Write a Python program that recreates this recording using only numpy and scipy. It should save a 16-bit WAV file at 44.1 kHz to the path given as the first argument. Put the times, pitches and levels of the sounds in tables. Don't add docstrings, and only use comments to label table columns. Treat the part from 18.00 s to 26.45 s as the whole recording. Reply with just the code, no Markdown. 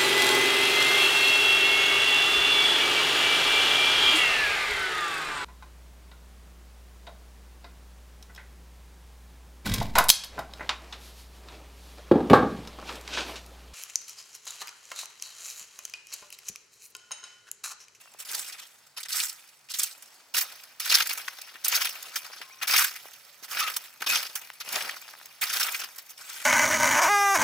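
import sys
import numpy as np
from scipy import signal
from scipy.fft import rfft, irfft, next_fast_len
from scipy.io import wavfile
from scipy.ndimage import uniform_filter1d, map_coordinates

SR = 44100
rng = np.random.default_rng(int(sys.argv[2]) if len(sys.argv) > 2 else 0)


def store_pcm(level_fs):
    pcm = np.round(np.clip(level_fs, -1, 1) * 32767).astype(np.int16)
    wavfile.write(sys.argv[1], SR, np.atleast_2d(pcm).T)


def gain_from_decibels(decibels):
    exponent = np.asarray(decibels, float) / 20
    return 10 ** exponent


N = 372644
SIDES = np.array([[1], [-1]])

# hz, level_db_per_hz
BREEZE_SPECTRUM = [(120, -68), (200, -13), (350, -13), (933, -5.5), (1060, -8.5), (1160, -7), (2250, -10.5),
                   (4040, -13), (4430, -8), (14600, -25.5), (16000, -15)]
# hz, level_db_per_hz
ENGINE_SPECTRUM = [(20, -32), (70, -9), (90, -6), (108, -1.5), (120, -8), (136, 4.5), (200, -10),
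                   (500, -120)]
# pull_start_s, full_pull_s, lift_s, full_pull_db, softer_start_db
STROKES = [(-.6, -.4, -.2, -40, 10), (.25, .39, .5, -37.5, 9), (1.085, 1.195, 1.335, -31, 10),
           (1.735, 1.82, 1.93, -35, 12), (2.34, 2.365, 2.5, -34, 2), (2.8, 3.0, 3.06, -28, 12),
           (3.64, 3.76, 3.96, -35, 3), (4.672, 4.775, 4.925, -24.5, 9), (5.48, 5.54, 5.93, -39.5, 10),
           (6.062, 6.155, 6.26, -29, 9), (6.63, 6.75, 6.97, -34.5, 19), (7.42, 7.62, 7.89, -35.5, 5),
           (8.178, 8.32, 9.9, -44.5, 9)]
# leaves_rel_db, tines_rel_db, ground_rel_db, rolling_db, rolling_fade_db_per_s
LITTER = [(2, -3, -22, -56, 18), (1, -2, -13, -52, 32), (2, -5, -25, -51, 38), (2, -4, -22, -55.5, 28),
          (-4, -1, -19, -44, 48), (-4, -1, -23, -45, 20), (-3, 0, -17, -45.5, 16), (0, 2, -29, -52, 15),
          (2, 2, -11, -50, 30), (-3, 1, -13, -48.5, 24), (-2.5, 2.5, -6.5, -48.5, 18), (1, 4, -12, -49, 26),
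          (1.5, 2, -13, -60, 20)]
# hz, level_db_per_hz
SPINE_SPECTRUM = [(1500, -120), (2500, -10), (3300, -6), (4200, -4.5), (5300, -1), (6500, -9), (8000, -22),
                  (11000, -9), (16000, -45)]
# hz, level_db_per_hz
LEAF_SPECTRUM = [(3000, -120), (5500, 3.5), (7500, 4.5), (9000, 3), (11000, 2.5), (13500, 8), (15500, 7),
                 (17000, -38)]
# hz, level_db_per_hz
GROUND_SPECTRUM = [(30, -32), (120, -19), (200, -11), (330, -8), (500, -1.5), (800, 4.5), (1100, 2),
                   (1800, -14), (4000, -120)]
# mode_hz, width_hz, level_db
TINE_MODES = [(985, 290, -8.5), (1270, 130, 2), (1517, 202, 1), (1926, 304, 0), (2420, 270, 2),
              (2790, 240, -.5), (3400, 480, -5.5)]
# peak_s, spines_db, leaves_rel_db, tines_rel_db
TICKS = [(0.016, -53.5, 5.0, -1.0), (0.14, -57, 4, -10), (0.254, -46, 7, -5), (0.318, -40.0, 5.5, -6.5),
         (0.35, -31.5, 2.0, -9.0), (0.67, -56, 5, -8), (0.8695, -57, 1, -12), (1.035, -37.5, -2.0, -12.5),
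         (1.395, -54, 5, -8), (1.4916, -54, 0, -4), (1.838, -32.0, 12.5, -8.0), (2.603, -53, 2, -2),
         (2.638, -47.0, 0.5, -2.0), (3.133, -37.0, 7.0, -5.0), (3.283, -34.0, -14.5, 1.5),
         (3.387, -45.5, 0.5, 0.5), (3.419, -45.0, 6.5, -6.5), (3.685, -34.0, 10.5, -4.0),
         (3.894, -41.0, 10.5, -2.0), (4.03, -43.0, 5.0, -26.0), (4.231, -50, -3, -1), (4.782, -18.5, 0, -8),
         (5.058, -51.5, 1.0, -3.0), (5.768, -32.0, 11.0, -1.0), (6.009, -43.0, 0.5, 4.5),
         (6.023, -33.5, -0.5, 8.5), (6.232, -32.0, -0.5, -8.5), (6.759, -26.0, -15.0, -9.5),
         (6.895, -37.5, -22.5, 6.0), (7.259, -49.5, 4.0, -4.5), (7.31, -55, -3, -3),
         (7.688, -41.0, -14.5, 13.0), (7.964, -50.0, 7.0, -4.0), (8.215, -47, 3, -4), (8.3, -44, 2, -3),
         (8.343, -44, 2, -3), (8.365, -44, 2, -3), (8.403, -45, 2, -3), (8.445, -44, 4, -3)]
# peak_s, spines_db, leaves_rel_db, tines_rel_db
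BITES = [(0.527, -40.5, -3.0, -8.5), (0.976, -35.5, -13.0, -10.0), (1.742, -29.5, -1.0, -14.0),
         (2.025, -53.0, 6.5, 1.0), (2.412, -33.5, 10.5, 0.0), (2.802, -35.0, 4.0, -7.0),
         (2.901, -22.0, -6.0, -8.0), (3.096, -34.0, 3.0, 6.0), (3.11, -33.5, -1.0, 3.0),
         (3.178, -39.5, 7.5, 7.0), (3.649, -28.5, 5.0, -14.0), (4.161, -30.5, 5.5, -1.0),
         (4.25, -43.0, -8.0, 1.0), (4.417, -44.5, -5.5, 4.5), (4.679, -29.5, 3.5, 0.5),
         (6.358, -34.5, 7.5, 0.5), (6.967, -42.5, -3.0, -5.0), (7.084, -47.5, -4.5, -8.5),
         (7.416, -37, 5, -1), (7.61, -30, 8, 0), (7.747, -33.5, 3.5, -3.5), (7.985, -42, 4, -3)]
# peak_s, spines_db, leaves_rel_db, tines_rel_db
SNAGS = [(0.228, -51.0, 3.5, 4.5), (0.47, -44.5, 1.5, -13.5), (0.55, -54.5, -5.0, 7.0),
         (1.01, -46.0, 5.0, 0.0), (1.06, -44.5, -3.5, -2.0), (1.132, -30.5, 1.5, -14.0),
         (1.168, -32.0, 2.0, -13.5), (1.798, -30.5, 8.0, -5.5), (2.351, -31.5, 4.5, -1.5),
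         (2.86, -31.5, -2.5, -4.5), (2.926, -20.0, -8.5, -5.0), (2.953, -18.0, -2.0, -7.5),
         (3.065, -36.0, 2.0, 0.0), (3.155, -51.5, 6.5, 10.0), (3.215, -44.0, -3.5, -5.5),
         (3.777, -33.5, -17.5, 5.5), (3.857, -32.5, 6.0, 3.0), (4.325, -49.5, -14.0, -5.5),
         (4.35, -57.5, -6.0, 0.0), (4.385, -48.5, -15.0, -5.5), (4.435, -61.5, -8.0, 15.0),
         (4.632, -34.5, 2.5, 5.5), (4.966, -43.0, 2.0, 5.0), (6.074, -31.5, -4.5, 5.5),
         (6.612, -34.5, -8.0, -3.0), (7.539, -28.0, 0.5, -11.0), (7.571, -33.0, 5.0, -3.0),
         (7.802, -39.5, 6.5, 3.5), (7.822, -41.5, -3.0, 6.0), (7.845, -38.5, -2.5, 3.5)]
# peak_s, spines_db, leaves_rel_db, tines_rel_db
HEAVES = [(0.207, -46.5, 8.0, -0.5), (0.5, -46.5, 4.5, 2.0), (0.6, -46.5, -2.0, 0.0),
          (0.635, -48.5, -3.5, -4.5), (0.985, -39.5, -11.5, -4.5), (1.715, -36.5, -0.5, -8.5),
          (2.385, -25.5, 1.0, -5.0), (3.493, -51.0, -24.5, 3.5), (3.559, -60.5, -0.5, 16.0),
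          (3.735, -34.5, 1.5, 5.0), (3.761, -23.0, -2.0, -6.0), (3.824, -29.5, 1.5, -1.5),
          (5.447, -44.5, 2.5, -1.0), (5.603, -32.0, 3.0, 4.0), (5.636, -37.0, -23.5, 7.0),
          (5.682, -37.5, -7.0, 8.5), (6.101, -32.5, 2.0, 1.5), (7.433, -36.0, 9.0, 7.0),
          (8.109, -58.0, 13.5, 5.5)]
# peak_s, spines_db, leaves_rel_db, tines_rel_db
PRICKS = [(0.3357, -39.0, -1.5, -4.5), (0.382, -41.5, 11.5, -2.5), (1.1574, -36.5, 9.0, -2.0),
          (1.1808, -41.5, 16.0, -12.0), (1.2571, -41.5, 3.0, -1.5), (1.689, -49.0, -14.5, 0.5),
          (1.9127, -44.5, 0.5, -12.5), (1.9286, -46.0, 0.5, -19.0), (2.06, -59.0, 7.0, -15.5),
          (2.144, -63.5, 10.5, -12.0), (2.3686, -32.0, 4.5, -8.5), (2.5238, -47.0, 4.5, 1.5),
          (2.5562, -56.5, 3.5, 4.0), (2.8765, -33.0, -4.5, 1.5), (2.9139, -32.5, -18.0, 2.5),
          (2.9737, -29.0, 1.0, 0.0), (2.9867, -34.5, 8.0, 2.5), (3.0241, -21.5, -5.5, -7.5),
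          (3.0735, -36.0, 8.5, -9.5), (3.6996, -39.0, 7.0, -14.5), (3.8727, -29.0, -16.0, -6.0),
          (4.1196, -48.5, -7.5, -3.0), (4.7118, -28.0, -2.5, -3.0), (4.7273, -28.0, -0.5, -10.5),
          (4.7941, -24.5, 3.0, -11.5), (4.9268, -49.0, -4.5, -7.5), (5.6287, -37.5, -8.5, 7.0),
          (5.741, -36.0, -3.5, -15.5), (5.8407, -47.0, 1.0, -19.5), (6.0917, -36.5, 3.5, -9.5),
          (6.1351, -29.0, -0.5, -1.0), (6.149, -28.0, -3.5, -12.5), (6.2678, -38.5, -5.0, -4.5),
          (6.2997, -54.0, 7.5, 8.5), (6.38, -53.5, 6.0, -6.0), (6.6604, -46.0, -16.5, 0.5),
          (6.6908, -34.5, -8.5, -5.5), (6.824, -33.5, -3.5, -8.5), (6.9432, -51.5, -1.0, 3.5),
          (7.0161, -50.5, 8.0, -11.0), (7.102, -52.0, 0.5, -2.0), (7.19, -60.5, 14.0, -8.0),
          (7.4401, -29.0, 2.0, -4.0), (7.5997, -28.0, 4.0, -4.0), (7.6312, -25.0, 1.0, -6.0),
          (7.6611, -44.0, 11.0, 9.0), (7.6691, -45.5, 17.5, -5.5), (7.717, -48.5, -3.0, 12.5),
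          (7.7808, -50.0, -0.5, -11.5), (7.8871, -48.5, -4.0, 1.5)]
# peak_s, spines_db, leaves_rel_db, tines_rel_db
SLIPS = [(0.2933, -39.5, -5.5, 0.5), (0.3966, -39.0, 8.5, -3.0), (0.4824, -45.5, 4.0, -8.5),
         (1.2023, -38.0, 5.0, -14.5), (1.2342, -34.5, 3.5, -2.0), (1.2985, -41.5, 5.5, -4.0),
         (1.8742, -41.5, 3.5, -6.0), (2.2065, -58.0, -7.5, -6.5), (3.0072, -24.0, -6.5, -1.5),
         (3.6622, -36.0, 2.0, 0.5), (3.725, -31.0, 2.0, -1.5), (3.9575, -52.0, 3.5, 6.5),
         (3.9755, -56.0, -6.5, 14.5), (4.0613, -43.0, -13.5, -1.5), (4.1406, -50.0, -10.5, 4.5),
         (4.2688, -50.5, 0.0, 6.0), (4.3366, -44.5, -19.0, 0.0), (4.3691, -50.0, -9.5, 3.0),
         (4.619, -46, -8, 8), (4.655, -47.5, -3.0, 9.0), (4.6983, -32.0, -1.5, 5.5),
         (4.7407, -24.0, -5.0, 1.5), (4.7662, -22.0, -6.5, -3.0), (4.8225, -35.0, 6.0, 6.5),
         (4.8465, -32.0, 7.5, 2.0), (5.1388, -52.0, 3.5, -6.5), (5.5165, -36.5, 3.0, -1.5),
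         (5.5738, -37.0, -10.5, 10.5), (5.7005, -43.0, 10.5, 8.0), (5.86, -51.5, 3.0, 2.0),
         (6.045, -43.5, 2.0, 2.0), (6.1266, -29.5, -2.0, 1.0), (6.1585, -24.0, -21.0, -6.0),
         (6.174, -29.5, -2.0, -3.5), (6.2543, -35.0, -12.5, -2.0), (6.394, -57.5, 12.0, 6.5),
         (6.4194, -48.5, 6.5, -4.0), (6.45, -50.0, 2.5, -12.5), (6.5386, -57.0, 6.5, -12.0),
         (6.7282, -34.5, 6.0, -3.0), (6.8105, -44.5, 5.5, 12.0), (6.8499, -41.5, -13.0, 5.0),
         (6.9153, -45.0, -17.0, 6.0), (7.471, -41.5, -4.5, 3.0), (7.5024, -29.5, -18.5, 1.5),
         (7.5638, -33.5, 1.5, 2.5), (7.6486, -38.0, 2.5, 6.0), (7.7259, -43.0, 10.0, -10.5),
         (8.0677, -56.0, 6.5, -6.0), (8.1814, -50.5, 0.0, -1.0)]
# rise_s, t60_s
CATCH_ENVELOPES = [
    (.005, .04),
    (.0045, .085),
    (.012, .06),
    (.021, .078),
    (.003, .035),
    (.007, .05),
]
# time_s, left_right_db
RAKE_PAN = [(0, -1.5), (.6, -1), (1.2, -1.5), (2.9, -1.5), (3.3, 0), (4.8, -0.5), (5.35, -4.5), (5.7, -1.5),
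            (6.8, 0), (7.3, -1.5), (8.45, 0.5)]
# hz, gain_db
FAR_TONE = [(6300, -0.5), (7800, 5), (9500, 1.5), (12000, -1.5), (15000, -4.5)]
# start_s, level_db, pitch_hz, t60_s, glide_hz_per_s
SINGING_TINES = [
    (0, -47, 2610, .13, 6000),
    (.068, -44, 2720, .09, -2000),
    (.155, -52, 2750, .12, -8000),
    (4.42, -57, 1060, 1.6, 0),
    (4.503, -35, 1950, .07, 30000),
    (4.522, -32, 5720, .045, 9000),
    (4.583, -33, 5900, .045, -12000),
    (5.16, -67, 565, 1.6, 0),
    (5.51, -32, 5450, .06, 0),
    (8.205, -46, 8250, .05, 0),
]
# start_s, peak_db, pitch_hz, ring_cycles
NUTS = [(.058, -33, 1000, 8), (.0755, -33, 1100, 9), (.1472, -37, 580, 8), (.1525, -33, 1300, 6),
        (3.2805, -17, 1480, 40), (3.39, -33, 780, 9), (4.249, -28, 1500, 9), (4.267, -29, 1550, 9),
        (4.301, -30, 760, 7), (4.309, -30, 760, 7), (4.322, -30, 1900, 8), (4.335, -24, 1340, 9),
        (4.363, -31, 1250, 8), (4.415, -25, 1200, 18), (4.498, -31, 1230, 12), (5.056, -30, 580, 7),
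        (6.502, -10, 1500, 6), (7.08, -23, 1300, 7), (7.089, -23, 1250, 9), (7.121, -31, 1700, 7),
        (7.1385, -23, 1200, 12), (7.152, -22, 1400, 7), (7.2, -29, 1450, 13), (7.2135, -24, 1300, 9),
        (7.256, -26, 1700, 6)]
# start_s, peak_db, pitch_hz, ring_cycles
THUDS = [
    (3.55, -48, 280, 12),
    (4.405, -45, 330, 14),
    (5.425, -49, 240, 16),
    (6.01, -44, 210, 14),
    (6.12, -44, 170, 16),
    (6.74, -40, 220, 14),
]
# start_s, end_s, pitch_hz, level_db
RASPS = [
    (5.535, 5.71, 1275, -33),
    (5.565, 5.69, 2680, -40),
    (6.065, 6.175, 2540, -29),
]
# hz, likeness_0_to_1
PORT_LIKENESS = [(60, .97), (180, .98), (550, .95), (1200, .89), (2400, .78), (5000, .64), (15000, .48)]
# hz, left_right_db
PORT_TONE = [(60, 0), (300, .3), (600, 1.5), (1300, 1.7), (2300, 4.5), (3600, 1.5), (8000, -1.5),
             (15000, -3.5)]
# hz, left_lead_rad
PORT_PHASE = [(60, -.12), (400, -.5), (1550, -0.2), (2670, 1.58), (3270, -1.1), (4820, 0.86), (9300, 0.4),
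              (11200, -1.2), (16500, -0.7)]


def unit(x):
    return x / np.sqrt(np.mean(x ** 2) + 1e-20)


def along(points, hz):
    f, v = np.transpose(points)
    return np.interp(np.log(hz + 1), np.log(f + 1), v)


def curves(rows):
    s, *columns = np.transpose(rows)
    return [np.interp(np.arange(N) / SR, s, c) for c in columns]


def wobble(knots_per_s):
    knots = rng.standard_normal(int(N * knots_per_s / SR) + 4)
    return map_coordinates(knots, [np.arange(N) * knots_per_s / SR])


def filtered(x, response):
    size = next_fast_len(N + 8192)
    return irfft(rfft(x, size) * response(np.fft.rfftfreq(size, 1 / SR)), size)[..., :N]


def colour(spectrum):
    return lambda hz: gain_from_decibels(along(spectrum, hz))


def small(x, low_hz):
    return filtered(x, lambda hz: (1j * hz / (low_hz + 1j * hz)) ** 3)


def heard(loudness, response):
    def mid_side(hz):
        turn = np.arccos(np.clip(along(PORT_LIKENESS, hz), 0, 1)) / 2
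        return response(hz) * [np.cos(turn), np.sin(turn)]

    gain = np.sqrt(np.mean(np.abs(response(np.linspace(0, SR / 2, 4000))) ** 2))
    mid, side = filtered(loudness * rng.standard_normal((2, N)), mid_side)
    return (mid + SIDES * side) / gain


def air():
    pass_s, half_length_s, swell_db = 4.7, .5, 5
    passing_db = swell_db * np.exp(-((np.arange(N) / SR - pass_s) / half_length_s) ** 2)
    hum = heard(gain_from_decibels(-84 + 1.9 * wobble(6.4) + passing_db), colour(ENGINE_SPECTRUM))
    breeze = heard(gain_from_decibels(-62.5 + 1.96 * wobble(2.74)), colour(BREEZE_SPECTRUM))
    return breeze + hum


def drag():
    swell_power, hold_power = 1.2, 1.6
    lift_loss_db, let_go_db_per_s, settle_rise_s = 22, 150, .1
    t = np.arange(0, N, 32) / SR
    power = np.zeros((4, len(t)))
    for stroke, (*mix_db, rolling_db, fade_db_per_s) in zip(STROKES, LITTER):
        down, full, lift, db, softer_db = stroke
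        before = np.clip((full - t) / (full - down), 0, 1)
        after = np.clip((t - full) / (lift - full), 0, 1)
        pull_db = db - 2.5 - softer_db * before ** swell_power - lift_loss_db * after ** hold_power
        pull = (t >= down) * gain_from_decibels(pull_db - let_go_db_per_s * np.maximum(t - lift, 0))
        rise = np.clip((t - full) / settle_rise_s, 0, 1)
        rolling = rise * gain_from_decibels(rolling_db - fade_db_per_s * np.abs(t - full))
        settle_db = [0, .3 + .6 * mix_db[0], 1, -9.5]
        power += (pull * gain_from_decibels(np.c_[[0, *mix_db]])) ** 2 + (rolling * gain_from_decibels(np.c_[settle_db])) ** 2
    return np.array([np.interp(np.arange(N) / SR, t, p) for p in power])


def catches():
    power, t = np.zeros((3, N + SR)), np.arange(SR // 8) / SR
    kinds = [TICKS, BITES, SNAGS, HEAVES, PRICKS, SLIPS]
    for rows, (rise_s, t60_s) in zip(kinds, CATCH_ENVELOPES):
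        shape = np.minimum(np.sqrt(t / rise_s), gain_from_decibels(-60 * (t - rise_s) / t60_s))
        for peak_s, db, leaves_db, tines_db in rows:
            sizes = gain_from_decibels(db + np.array([[1.2], [leaves_db - 0.4], [tines_db + 1.16]]))
            start = round(max(peak_s - rise_s, 0) * SR)
            power[:, start:start + len(t)] += (sizes * shape) ** 2
    return power[:, :N]


def clumps(rate_hz, spread_db, life_s, steady):
    sizes = gain_from_decibels(2 * spread_db * np.minimum(rng.exponential(size=N), 3))
    snaps = (rng.random(N) < rate_hz / SR) * sizes
    power = signal.lfilter([1], [1, -np.exp(-1 / (life_s * SR))], snaps)
    return np.sqrt(steady + power / power.mean()) / np.sqrt(steady + 1)


def clacks(loudness, count, hz, cycles, spread_db):
    at, place, big = rng.random((3, count))
    pitch_hz = np.clip(hz * np.exp(0.426 * rng.standard_normal(count)), 900, 13000)[:, None]
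    t = np.arange(300) / SR
    start = (at * N).astype(int)
    sizes = loudness[start] * gain_from_decibels(-spread_db * np.log(big + 0.035))
    decay = gain_from_decibels(-60 * pitch_hz * t / cycles) * np.cos(np.pi / 2 * t / t[-1])
    tones = sizes[:, None] * np.sin(2 * np.pi * pitch_hz * t) * decay
    where = (start[:, None] + np.arange(len(t))).ravel()
    pans = gain_from_decibels(SIDES * 8 * (place - .5))
    return np.array([np.bincount(where, (g[:, None] * tones).ravel(), N + len(t))[:N] for g in pans])


def tine_ringing(hz):
    total = 0
    for k, (mode_hz, width_hz, db) in enumerate(TINE_MODES):
        damping = 1j * hz * width_hz
        total = total + (-1) ** k * gain_from_decibels(db) * damping / (mode_hz ** 2 - hz ** 2 + damping)
    return total * hz / (hz + 900)


def patchy(x, depth_db, bins, frames):
    near_start_s, near_end_s = 2.3, 8.17
    hz, t, z = signal.stft(x, SR, nperseg=256)
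    field = uniform_filter1d(rng.standard_normal(z.shape[1:]), bins, 0)
    field = uniform_filter1d(field, frames, 1)
    far = (t < near_start_s) | (t > near_end_s)
    gain_db = depth_db * unit(field) + along(FAR_TONE, hz)[:, None] * far
    return signal.istft(z * gain_from_decibels(gain_db), SR, nperseg=256)[1][:, :N]


def rake():
    stir = drag() * clumps(80, spread_db=0.9, life_s=0.0025, steady=3.2) ** 2
    on_spines, on_leaves, on_tines = catches()
    spines = np.sqrt(stir[0] + on_spines)
    leaves = np.sqrt(stir[1] + on_leaves)
    tines = np.sqrt(stir[2] + on_tines)
    ground = np.sqrt(stir[3] + gain_from_decibels(-37) * on_tines)

    knocks = clacks(gain_from_decibels(-6) * tines, count=3000, hz=2060, cycles=40, spread_db=1.5)
    knocks += clacks(gain_from_decibels(-10) * spines, count=3500, hz=5620, cycles=78, spread_db=4.0)

    spine_grain = clumps(600, spread_db=2, life_s=.001, steady=1.0)
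    leaf_grain = clumps(700, spread_db=4, life_s=0.001, steady=0.5)
    tine_grain = clumps(200, spread_db=0.0, life_s=0.004, steady=0.72)
    ground_grain = clumps(90, spread_db=-3.3, life_s=0.0059, steady=3.0)
    bodies = heard(spines * spine_grain, colour(SPINE_SPECTRUM))
    bodies += heard(leaves * leaf_grain, colour(LEAF_SPECTRUM))
    bodies += heard(gain_from_decibels(-1.5) * tines * tine_grain, tine_ringing)
    bodies += heard(ground * ground_grain, colour(GROUND_SPECTRUM))

    pan = gain_from_decibels(SIDES * curves(RAKE_PAN)[0] / 2)
    return pan * (patchy(bodies, depth_db=2.5, bins=5, frames=7) + small(knocks, low_hz=520))


def shiver():
    rise_s, glide_s = .006, .02
    out, t = np.zeros(N + SR), np.arange(SR // 2) / SR
    unsteady_rad = np.pad(.95 * wobble(60), (0, SR))
    for start_s, db, hz, t60_s, glide_hz_per_s in SINGING_TINES:
        start = round(start_s * SR)
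        span = slice(start, start + len(t))
        pitch_hz = hz + glide_hz_per_s * np.minimum(t, glide_s)
        swell = gain_from_decibels(db - 60 * t / t60_s) * (1 - np.exp(-t / rise_s)) ** 2
        out[span] += swell * np.sin(2 * np.pi * np.cumsum(pitch_hz) / SR + unsteady_rad[span])
    return out[:N]


def nuts():
    modes = [(.75, 0.9), (1.01, 0.95), (1.26, 0.7), (1.65, 0.3)]
    out, t = np.zeros(N + SR), np.arange(SR // 20) / SR
    for start_s, db, hz, cycles in NUTS + THUDS:
        knock = sum(share * np.sin(2 * np.pi * ratio * hz * t) for ratio, share in modes)
        snap = .08 * rng.standard_normal(len(t)) * gain_from_decibels(-60 * t / 0.0055)
        motion = knock * gain_from_decibels(-60 * hz * t / cycles) * (1 - np.exp(-t / 0.00035)) ** 2
        sound = np.gradient(motion, t) / (2 * np.pi * hz)
        out[round(start_s * SR):][:len(t)] += gain_from_decibels(db - 5.5) * (sound + snap)
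    return small(out[:N], low_hz=160)


def rasp():
    out = np.zeros(N)
    throb, drift_rad = gain_from_decibels(6 * wobble(90) - 3), 1.6 * wobble(110)
    for k, (start_s, end_s, hz, db) in enumerate(RASPS):
        at = np.arange(round(start_s * SR), round(end_s * SR))
        own = at - k * SR
        swell = np.sin(np.pi * np.linspace(0, 1, len(at))) ** 0.24
        out[at] += gain_from_decibels(db) * swell * throb[own] * np.sin(2 * np.pi * hz * at / SR + drift_rad[own])
    return out


def scene():
    return air() + rake() + shiver() + nuts() + rasp()


def low_pass(x):
    return signal.sosfilt(signal.butter(12, 16960, fs=SR, output="sos"), x)


def record(dry):
    def ports(hz):
        gain_db = SIDES * along(PORT_TONE, hz) / 2 - 29 * (hz > 15850)
        return gain_from_decibels(gain_db) * np.exp(1j * SIDES * along(PORT_PHASE, hz) / 2)

    mix = filtered(dry, ports)
    return low_pass(mix)


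dry = scene()
out = record(dry)
store_pcm(out)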